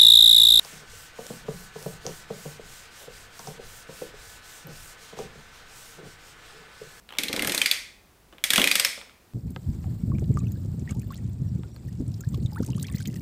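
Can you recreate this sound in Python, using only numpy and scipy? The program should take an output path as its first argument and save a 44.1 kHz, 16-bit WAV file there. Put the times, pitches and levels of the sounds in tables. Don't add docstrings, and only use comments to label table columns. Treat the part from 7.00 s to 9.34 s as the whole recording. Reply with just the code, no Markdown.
import sys
import numpy as np
from scipy import signal
from scipy.fft import rfft, irfft, dct
from scipy.io import wavfile

SR = 44100
rng = np.random.default_rng(int(sys.argv[2]) if len(sys.argv) > 2 else 0)


def master_out(mix):
    frames = np.transpose(np.atleast_2d(mix))
    ceiling = np.clip(frames, -1, 1)
    pcm = np.round(ceiling * 32767).astype(np.int16)
    wavfile.write(sys.argv[1], SR, pcm)


N = 103017

# (time [s], crack level [dB], scrape level [dB],
# first mode [Hz], its level [dB], second mode [Hz], its level [dB])
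SNAPS = [(0.1853, 2, -3.5, 2270, -1.5, 3600, -2), (0.2345, -3.5, -6, 2380, -14, 3445, -6),
         (0.283, -5, -16, 3330, -11.5, 4200, -9.5), (0.3287, -3, -9, 2400, -9, 5200, -13.5),
         (0.3627, -4, -10, 2330, -15, 3490, -10), (0.3936, -7.5, -12, 2050, -2.5, 2800, -3),
         (.422, -4, -5, 2080, -3.5, 2650, -19.5), (0.4468, -5, -7.5, 1740, -7, 2280, -15),
         (.473, -3.5, -1.5, 1696, -11, 4100, -13.5), (0.4952, -1.5, -9.5, 2136, -24, 2820, -14.5),
         (0.5199, -1.5, -6, 3445, -32.5, 4200, -15.5), (0.5468, -1, -1.5, 3600, -9.5, 6300, -13.5),
         (0.5777, -1, -2, 3460, -5.5, 4220, -2.5), (.616, 2.5, -2, 2420, 7, 3100, 4),
         (.6591, 5, -2, 2120, 2.5, 4750, 0.5), (0.713, 6, -0.5, 3447, 5.5, 4600, 3.5),
         (1.4395, 2.5, 1, 2210, 0, 3370, 1), (1.504, 5.5, 1.5, 3390, 4, 9000, -3),
         (1.5341, 5.5, 2.5, 1680, -0.5, 3570, -5.5), (1.559, 6, 0.5, 2480, 1, 3400, -10),
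         (1.5789, 1.5, 1, 2900, 2, 3445, 3), (1.5967, 0.5, -7, 2800, 2, 3500, -7),
         (1.6163, 3, -3, 3030, 3, 3450, 0), (1.6412, 5, -0.5, 2420, 7, 3800, -3),
         (1.6735, 5, 0, 2400, 4, 3950, -4), (1.7134, 5, 0.5, 2460, 6, 4750, -0.5),
         (1.7542, 6.5, 3, 2510, -8.5, 3450, -12.5), (1.797, 4.5, 0.5, 4880, 3, 8100, 2),
         (1.8479, 5, 1.5, 2280, -4, 5300, 4)]
# (frequency [Hz], relative level [dB])
CRACK_SPECTRUM = [(150, -34.5), (500, -21.5), (1000, -16), (1450, -7.5), (2150, 1), (2800, -2.5), (3400, 2),
                  (4300, -2.5), (5200, -7), (6800, -11), (9000, -27), (16000, -37)]
# (frequency [Hz], relative level [dB])
SCRAPE_SPECTRUM = [(3000, -29), (6000, -5.5), (7200, -3.5), (8500, 2), (10800, -2.5), (12300, -1.5),
                   (14200, -3.5), (16000, -24.5)]
# (time [s], thud level [dB], knock level [dB])
SHELL_BLOWS = [(.190, -12, -28), (0.236, -13.5, -31), (0.296, -10.5, -18), (0.338, -8.5, -12),
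               (.374, -7.5, -15.5), (.401, -9, -13), (0.429, -9.5, -12), (0.45, -9.5, -14),
               (0.475, -4.5, -10.5), (.498, -18.5, -15.5), (.541, -10, -11), (0.576, -20, -16.5),
               (0.611, -20.5, -16), (1.328, -27, -30), (1.442, -27.5, -20.5), (1.504, -18, -17),
               (1.536, -11.5, -15.5), (1.5805, 3, 2), (1.598, -7, -14), (1.715, -27.5, -20.5),
               (1.755, -19.5, -15), (1.799, -30, -13), (1.849, -28, -16), (1.976, -30.5, -20)]
# (frequency [Hz], relative level [dB])
THUD_SPECTRUM = [(30, -12.5), (75, -3), (110, -9.5), (160, -1.5), (200, 1.5), (290, 1), (480, -7),
                 (700, -13.5), (1000, -15), (3000, -46.5), (8000, -64)]
# (frequency [Hz], relative level [dB])
KNOCK_SPECTRUM = [(100, -7.5), (350, -23), (520, 1), (850, -11), (1100, -2.5), (1500, -3), (2200, -18.5),
                  (4000, -30), (12000, -49.5)]
# (frequency [Hz], level [dB], time to fall 60 dB [s])
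LOW_RESONANCES = [(193.2, -7.5, .45), (279.8, -7, 0.58), (338.7, -12, 0.23), (398, -23, 0.25),
                  (460, -10.5, .35), (534, -11, .35), (666, -16.5, .3), (835, -11.5, 0.35)]
# (time [s], level [dB])
FINGER_TICKS = [(0.09, -19), (0.1055, -20), (0.1238, -16), (0.1367, -20), (0.1512, -21), (0.17, -21),
                (1.3258, -26.5), (1.3346, -34.5), (1.3826, -23), (1.976, -22), (2.014, -18), (2.095, -27.5)]
# (frequency [Hz], relative level [dB])
TICK_SPECTRUM = [(150, -23.5), (600, -6), (1200, 0), (1900, -7), (2600, -4), (3300, 2), (3900, -7.5),
                 (4700, -17.5), (8000, -23.5), (16000, -23)]
# (delay [s], level [dB])
REFLECTIONS = [(.0048, -17), (.0084, -17), (.0099, -18.5), (0.018, -32), (0.026, -31.5)]
# (frequency [Hz], level [dB], time to fall 60 dB [s])
ROOM_AND_SHELL_TAIL = [(99, -8, 0.13), (500, 5, .42), (1400, -4.5, .46), (2050, 1, 0.45), (2560, -2, 0.6),
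                       (2610, -3, 0.37), (3500, -6.5, 0.48), (5400, -1, 0.46), (7860, -2.5, 0.44),
                       (12400, -6, .33), (16000, -4.5, 0.31)]
# (frequency [Hz], relative spectral density [dB])
ROOM_TONE = [(15, -23), (38, 0), (65, -2.5), (110, -9.5), (220, -9), (600, -15), (1500, -19.5),
             (4000, -25.5), (11000, -29), (16000, -29)]

SCRAPE_LEAD_S = 0.0005
TAIL_SAMPLES, TAIL_ONSET_S = 22000, 0.002
ROOM_TONE_DB = -58


def pawl_snap(crack_db, scrape_db, first_hz, first_db, second_hz, second_db):
    out = amp(scrape_db) * struck_plastic(SCRAPE_SPECTRUM, rise_s=0.00091, fall_s=0.0028)
    crack = struck_plastic(CRACK_SPECTRUM, rise_s=0.00069, fall_s=0.0038)
    ring = amp(first_db) * plastic_mode(first_hz, crack)
    ring += amp(second_db) * plastic_mode(second_hz, crack)
    response = room_and_shell(np.ones(1), wet_db=-8)
    add(out, SCRAPE_LEAD_S, amp(crack_db) * crack)
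    add(out, SCRAPE_LEAD_S, signal.fftconvolve(ring, response))
    return out


def plastic_mode(hz, crack):
    envelope = strike(rise_s=0.0008, fall_s=0.0025)
    phasor = envelope * np.exp(2j * np.pi * hz * np.arange(len(envelope)) / SR)
    crack_phase = np.angle(np.sum(phasor * crack[:len(phasor)]))
    return unit((phasor * np.exp(-1j * crack_phase)).imag)


def struck_plastic(spectrum, rise_s, fall_s, wet_db=0):
    envelope, taps = strike(rise_s, fall_s), colour(spectrum)
    blow = envelope * rng.standard_normal(len(envelope))
    blow /= np.linalg.norm(signal.fftconvolve(blow, taps))
    return signal.fftconvolve(room_and_shell(blow, wet_db), taps)


def strike(rise_s, fall_s, size=2048):
    t = np.arange(size) / SR
    return np.minimum(t / rise_s, 1) * np.exp(-np.maximum(t - rise_s, 0) / fall_s)


def shell_thuds():
    out, t = np.zeros(N), np.arange(TAIL_SAMPLES) / SR
    modes = [amp(db) * np.sqrt(2) * unit(amp(-60 * t / t60)) * np.exp(2j * np.pi * hz * t)
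             for hz, db, t60 in LOW_RESONANCES]
    for s, thud_db, knock_db in SHELL_BLOWS:
        thud = struck_plastic(THUD_SPECTRUM, rise_s=0.0013, fall_s=0.006)
        ring = sum(mode * np.exp(2j * np.pi * rng.random()) for mode in modes).real
        knock = struck_plastic(KNOCK_SPECTRUM, rise_s=0.0013, fall_s=0.0045)
        add(out, s, amp(thud_db) * thud)
        add(out, s, amp(thud_db) * ring)
        add(out, s, amp(knock_db) * knock)
    return out


def finger_tick():
    return struck_plastic(TICK_SPECTRUM, rise_s=0.0005, fall_s=0.0016, wet_db=-0.5)


def room_and_shell(sound, wet_db=0):
    frame = 256
    t = np.arange(TAIL_SAMPLES // frame) * frame / SR
    hz = (np.arange(frame) + 0.5) * SR / (2 * frame)
    decay_rate = np.log(1000) / curve(ROOM_AND_SHELL_TAIL, hz, column=2)
    start_gain = amp(wet_db + curve(ROOM_AND_SHELL_TAIL, hz)) * np.sqrt(2 * decay_rate / SR)
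    gain = start_gain * np.exp(-t[:, None] * decay_rate)
    band_noise = gain * rng.standard_normal(gain.shape)
    out = dct(band_noise, type=4, norm="ortho").ravel()
    out *= np.minimum(np.arange(len(out)) / SR / TAIL_ONSET_S, 1)
    add(out, 0, sound)
    for delay, db in REFLECTIONS:
        add(out, delay, amp(db) * sound)
    return out


def room_tone():
    gain = amp(curve(ROOM_TONE, np.fft.rfftfreq(N, 1 / SR)))
    noise = irfft(rfft(rng.standard_normal(N)) * gain, N)
    return amp(ROOM_TONE_DB) * np.sqrt(N) * unit(noise)


def colour(spectrum, size=1024):
    hz = abs(np.fft.fftfreq(size, 1 / SR))
    log_gain = np.log(amp(curve(spectrum, hz)))
    minimum_phase = np.exp(np.conj(signal.hilbert(log_gain)))
    return unit(np.fft.ifft(minimum_phase).real)


def curve(points, hz, column=1):
    table = np.transpose(points)
    return np.interp(np.log(hz + 1), np.log(table[0]), table[column])


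def amp(db):
    return 10 ** (np.asarray(db) / 20)


def unit(x):
    return x / np.sqrt(np.sum(x ** 2) + 1e-20)


def add(mix, s, sound):
    part = mix[max(round(s * SR), 0):][:len(sound)]
    part += sound[:len(part)]


def scene():
    mix = room_tone() + shell_thuds()
    for s, *snap in SNAPS:
        add(mix, s - SCRAPE_LEAD_S, pawl_snap(*snap))
    for s, db in FINGER_TICKS:
        add(mix, s, amp(db) * finger_tick())
    return mix[None]


def record(dry):
    low_pass = signal.firwin(255, 15800, window=("kaiser", 8), fs=SR)
    return signal.oaconvolve(np.clip(dry, -1, 1), low_pass[None], "same")


dry = scene()
out = record(dry)
master_out(out)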